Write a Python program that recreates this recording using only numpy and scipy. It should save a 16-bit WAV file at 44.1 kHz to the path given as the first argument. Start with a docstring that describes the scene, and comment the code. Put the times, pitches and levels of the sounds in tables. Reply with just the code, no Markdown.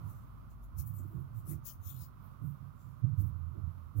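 """Hands at the workbench

Two hands work on a metal engine part in a quiet room, right next to the camera. Skin brushes past
the left microphone port in short airy swishes, ringing in one band where it presses harder.
The arm drags, bumps and knocks on the camera mount, which rumbles and creaks, mostly on the right.
Underneath sit a low handling rumble on the left, a room hum and a soft rush, perhaps of a fan."""
import sys
import numpy as np
from scipy import signal
from scipy.fft import rfft, irfft
from scipy.io import wavfile
from scipy.ndimage import uniform_filter1d

SR = 44100
rng = np.random.default_rng(int(sys.argv[2]) if len(sys.argv) > 2 else 0)


def int16_out(signal):
    """Quantize to a 16-bit WAV file."""
    q = np.round(np.clip(np.atleast_2d(signal).T, -1, 1) * 32767)
    wavfile.write(sys.argv[1], SR, q.astype(np.int16))


N = 176400

# swishes of skin: peak t/s, rise/s, fall/s, level/dB, shelf below the air band/dB, gap resonance f/Hz
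SKIN_SWISHES = [(.1, 0.035, 0.069, -62.5, 0.5, 3620), (.512, .01, 0.017, -68, 5, 3410),
                (.637, 0.0095, .017, -65.5, 2.5, 3320), (.797, .0095, .016, -42, -1.5, 3450),
                (.879, 0.013, 0.017, -52.5, -8, 2300), (.968, 0.026, 0.049, -58, -4, 2460),
                (1.19, 0.19, 0.048, -69, -6, 3680), (1.383, .022, 0.023, -62, 1, 3600),
                (1.505, .018, 0.024, -45.5, 0, 1860), (1.67, 0.0094, .029, -40.5, -1, 3100),
                (1.885, 0.024, 0.03, -48, -3, 3570), (1.97, .027, 0.033, -55, -2, 1880),
                (2.025, 0.021, 0.025, -53, 0.5, 1780), (2.255, 0.02, 0.025, -66.5, -22, 3300),
                (2.455, .02, 0.05, -64, -8.5, 3470), (2.82, .035, .07, -70.5, 7, 3590),
                (3.203, 0.013, 0.027, -58, -2, 3800), (3.27, .018, .017, -63, -9, 3100),
                (3.987, 0.015, .025, -56.5, -3.5, 3340)]
# airy tone of brushing skin: f/Hz, level/dB
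SKIN_COLOUR = [(1000, -16.5), (2500, -24.5), (4200, -20.5), (5400, -14.5), (6800, -9), (8400, -12),
               (12500, -2), (14500, 1), (16000, -1)]
# firmer, ringing scrapes: peak t/s, half length/s, level/dB, f/Hz
SKIN_SCRAPES = [(0.99, 0.017, -63.5, 7660), (1.522, 0.017, -68, 2200), (1.693, 0.02, -69, 3370),
                (1.69, 0.021, -56, 5920), (1.893, 0.032, -65.5, 3500), (1.882, .027, -58.5, 6470),
                (1.886, .025, -46.5, 14000), (1.983, 0.054, -68.5, 3930), (2.03, .02, -66, 5000),
                (3.207, .014, -60, 13000)]
# drags of the arm on the mount: start t/s, length/s, level/dB, slip rate/Hz
ARM_DRAGS = [(0.011, 0.07, -37, 111), (0.766, 0.1, -38, 113.9), (0.896, 0.17, -38, 100.6),
             (1.139, 0.067, -35, 134.4), (1.257, 0.24, -47, 109.6), (1.481, 0.083, -35.5, 140),
             (1.9, .12, -41.5, 117), (2.413, 0.075, -33.5, 139), (2.601, 0.057, -41, 137),
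             (2.836, 0.079, -45, 125), (3.019, 0.091, -30, 134), (3.194, 0.064, -28, 112),
             (3.309, 0.19, -35.5, 78.4), (3.57, 0.04, -35, 103), (3.63, 0.049, -33, 83),
             (3.725, 0.15, -45.5, 83), (3.946, 0.072, -32.5, 102)]
# boomy body of the mount: f/Hz, level/dB
MOUNT_COLOUR = [(20, -33.5), (45, -28.5), (62, -13), (78, 7.5), (115, -3), (155, 0), (200, -17),
                (300, -19.5), (480, -33), (3000, -86)]
# soft bumps on the mount: peak t/s, level/dB, f/Hz
MOUNT_BUMPS = [(.757, -32.5, 82), (0.801, -30.5, 82), (1.379, -31.5, 107), (1.805, -33, 92),
               (1.874, -32.5, 90), (3.05, -17, 116), (3.13, -25, 116), (3.192, -19, 100),
               (3.987, -19.5, 96)]
# firm knocks on the mount: t/s, level/dB
MOUNT_KNOCKS = [(0.792, -50), (.994, -44.5), (1.496, -43.5), (3.035, -42)]
# upper modes of the mount that a knock rings: f/Hz, level/dB
MOUNT_MODES = [(238, 1), (325, -3.5), (610, -16)]
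# creaks of the loaded mount: peak t/s, half length/s, level/dB, f/Hz, left minus right/dB
MOUNT_CREAKS = [(1.049, 0.016, -53.5, 330, -10), (1.167, 0.036, -52, 328, -8.5),
                (1.521, 0.038, -50.5, 321, -8.5), (2.436, 0.019, -50.5, 246, -2),
                (3.225, 0.023, -52.5, 282, -3.5), (3.58, 0.026, -51.5, 307, -8),
                (3.995, 0.026, -46.5, 275, -2.5)]
# fade of the grip rumble: t/s, level/dB
GRIP_FADE = [(0, -49.5), (.4, -52), (1.2, -50.5), (2.0, -56.5), (2.55, -65.5)]
# dark tone of the grip rumble: f/Hz, level/dB
GRIP_TONE = [(20, -15.5), (52, 6.5), (120, 3.5), (170, -12), (250, -11), (500, -32.5), (800, -27.5),
             (1300, -34.5), (6000, -77)]
# low hum with one brief swell: t/s, level/dB
HUM_FADE = [(0, -67), (.53, -57), (.65, -47.5), (.76, -67.5), (4, -64.5)]
# tone of the room's rush on the left: f/Hz, relative level/dB
RUSH_LEFT_COLOUR = [(20, -95.5), (52, -82), (120, -84), (240, -95), (400, -109), (2100, -113), (8500, -128),
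                    (12500, -116)]
# tone of the room's rush on the right: f/Hz, relative level/dB
RUSH_RIGHT_COLOUR = [(20, -94), (120, -66), (200, -81), (240, -83), (350, -95.5), (480, -100), (620, -95),
                     (830, -99), (990, -90), (1200, -87.5), (1420, -93), (1680, -110), (8000, -127),
                     (12500, -120)]

TOP_HZ = 15850
TIME, FREQS = np.arange(N) / SR, np.fft.rfftfreq(N, 1 / SR)


def undb(db):
    """Decibels to gain."""
    return 10 ** (np.asarray(db) / 20)


def unit(x):
    """Scale to rms 1."""
    return x / np.sqrt(np.mean(x ** 2))


def response(points, f=np.fft.rfftfreq(N, 1 / SR)):
    """Gain at the frequencies f from (Hz, dB) points."""
    hz, db = np.array(points).T
    return undb(np.interp(np.log(f + 1), np.log(hz), db))


def noise(colour):
    """Noise of rms 1, shaped by a gain for each frequency."""
    return unit(irfft(rfft(rng.standard_normal(N)) * colour, N))


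def wander(rate_hz):
    """Smooth random modulation of rms 1."""
    hold = int(SR / rate_hz)
    steps = np.repeat(rng.standard_normal(N // hold + 2), hold)
    return unit(uniform_filter1d(uniform_filter1d(steps, hold), hold)[:N])


def steady(x, seconds):
    """Even out the level of x over this time, as under constant pressure."""
    window = int(seconds * SR)
    power = uniform_filter1d(uniform_filter1d(x ** 2, window), window)
    return x / np.sqrt(power + 1e-3 * np.mean(x ** 2))


def fader(points):
    """A gain ride through points of t/s, level/dB."""
    return undb(np.interp(TIME, *np.array(points).T))


def skin(grain_db=2, drift=.018, ripple_db=3.6, right_db=-30.5):
    """Tiny slips of skin hiss; the moving hand shifts the resonances, finger scatter adds ripple."""
    grains = unit(rng.standard_normal(N) * undb(grain_db * wander(1200)))
    f, t, hiss = signal.stft(grains, SR, nperseg=512, noverlap=384)
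    heard = f < TOP_HZ
    hand_motion = np.interp(t, TIME, wander(rate_hz=14))
    shifted = f[heard, None] * (1 + drift * hand_motion)
    ripple = rng.standard_normal(shifted.shape)
    for _ in range(2):  # smooth over frequency and time
        ripple = uniform_filter1d(uniform_filter1d(ripple, size=3, axis=0), size=16, axis=1)
    power = swish_power(shifted, t) + scrape_power(shifted, t)
    hiss[heard] *= np.sqrt(power) * undb(ripple_db * unit(ripple))
    hiss[~heard] = 0
    brushing = signal.istft(hiss, SR, nperseg=512, noverlap=384)[1][:N]
    return brushing * undb([[0], [right_db]])


def swish_power(f, t, gap_echo=.28, shelf_hz=7050, air_hz=11600):
    """Power by frequency and time: each swish swells and fades, coloured by the gap under the hand."""
    power, bands = 0, f[:, :1]
    for at, rise, fall, db, shelf_db, gap_hz in SKIN_SWISHES:
        gap_comb = 1 / np.sqrt(1 + gap_echo ** 2 - 2 * gap_echo * np.cos(2 * np.pi * f / gap_hz))
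        colour = response(SKIN_COLOUR, bands) * response([(shelf_hz, shelf_db), (air_hz, 0)], bands)
        swell = np.exp(-np.abs((t - at) / np.where(t < at, rise, fall)) ** 1.53)
        power += (undb(db) * unit(colour * gap_comb)) ** 2 * swell
    return power


def scrape_power(f, t):
    """Power by frequency and time: skin pressed harder rings in one band, wider when higher."""
    power = 0
    for at, half, db, hz in SKIN_SCRAPES:
        width_hz = 16 * np.sqrt(hz)
        band = 1 / (1 + ((f - hz) / width_hz) ** 2) ** 2
        power += (undb(db) * unit(band)) ** 2 * np.exp(-((t - at) / half) ** 2)
    return power


def slips(rate_hz, gap_scatter=.17, level_scatter_db=3.13):
    """A train of stick-slip jerks, uneven in timing and weight."""
    timing, weight = rng.standard_normal((N // 100, 2)).T
    at = (np.cumsum(np.exp(gap_scatter * timing)) * SR / rate_hz).astype(int)
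    jerks = np.bincount(at[at < N], undb(level_scatter_db * weight)[at < N], N)
    return jerks - jerks.mean()


def drags(attack_s=.011, release_s=.044, width_hz=94, left_db=-33):
    """The arm sticks and slips on the mount, which rumbles most near the slip rate."""
    out, mount = np.zeros(N), response(MOUNT_COLOUR)
    for at, length, db, rate_hz in ARM_DRAGS:
        attack = np.clip((TIME - at) / attack_s, 0, 1)
        release = np.exp(-np.maximum(TIME - at - length, 0) / release_s)
        near_rate = 1 / np.hypot(1, 2 * (FREQS - rate_hz) / width_hz)
        rumble = irfft(rfft(slips(rate_hz)) * mount * near_rate, N)
        out += undb(db) * attack * release * steady(rumble, seconds=.024)
    return out * undb([[left_db], [0]])


def bumps(left_db=-28.5):
    """Soft pushes rock the mount for a cycle or two: round, low thuds."""
    out = np.zeros(N)
    for at, db, hz in MOUNT_BUMPS:
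        cycles = (TIME - at) * hz
        out += undb(db) * np.sin(2 * np.pi * cycles) * np.exp(-cycles ** 2 / 2)
    return out * undb([[left_db], [0]])


def knocks(attack_s=.006, t60_s=.12, left_db=-9.5):
    """Firm contacts set the upper modes of the mount ringing."""
    out = np.zeros(N)
    for at, db in MOUNT_KNOCKS:
        age = np.maximum(TIME - at, 0)
        ring = sum(undb(mode_db) * np.sin(2 * np.pi * hz * age) for hz, mode_db in MOUNT_MODES)
        envelope = np.minimum(age / attack_s, 1) * np.exp(-np.log(1000) * age / t60_s)
        out += undb(db) * ring * envelope
    return out * undb([[left_db], [0]])


def creaks(width_hz=66, octave_db=-26, grit_db=-34):
    """Friction briefly rings one upper mode of the mount, with a weak octave and a little grit."""
    out = np.zeros((2, N))
    for at, half, db, hz, left_db in MOUNT_CREAKS:
        mode, octave = (1 / (1 + (2 * (FREQS - centre) / width_hz) ** 2) for centre in (hz, 2 * hz))
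        grit = 1 / (1 + (FREQS / hz / 2) ** 2)
        colour = mode + undb(octave_db) * octave + undb(grit_db) * grit
        creak = np.array([steady(noise(colour), seconds=.037) for _ in range(2)])
        swell = np.exp(-((TIME - at) / half) ** 2 / 2)
        out += creak * swell * undb([[db + left_db], [db]])
    return out


def grip():
    """A low handling rumble, hard left, that sinks away."""
    rumble = steady(noise(response(GRIP_TONE)), seconds=.054)
    return np.array([rumble * fader(GRIP_FADE), np.zeros(N)])


def room(hum_hz=51.45, left_db=-61.5, right_db=-50, swell_db=1.05):
    """The bed: a low centred hum and a gently wavering rush that leans right."""
    hum = np.sqrt(2) * fader(HUM_FADE) * np.sin(2 * np.pi * hum_hz * TIME + wander(6))
    left = undb(left_db) * noise(response(RUSH_LEFT_COLOUR))
    right = undb(right_db) * noise(response(RUSH_RIGHT_COLOUR))
    return hum + np.array([left, right]) * undb(swell_db * wander(5.92))


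def scene():
    """Close skin on the left, the rumbling mount on the right, grip and room underneath."""
    return skin() + drags() + creaks() + knocks() + bumps() + grip() + room()


def record(dry):
    """A steep low-pass trims the very top."""
    return signal.sosfilt(signal.ellip(10, .2, 70, TOP_HZ, fs=SR, output="sos"), dry)


dry = scene()
out = record(dry)
int16_out(out)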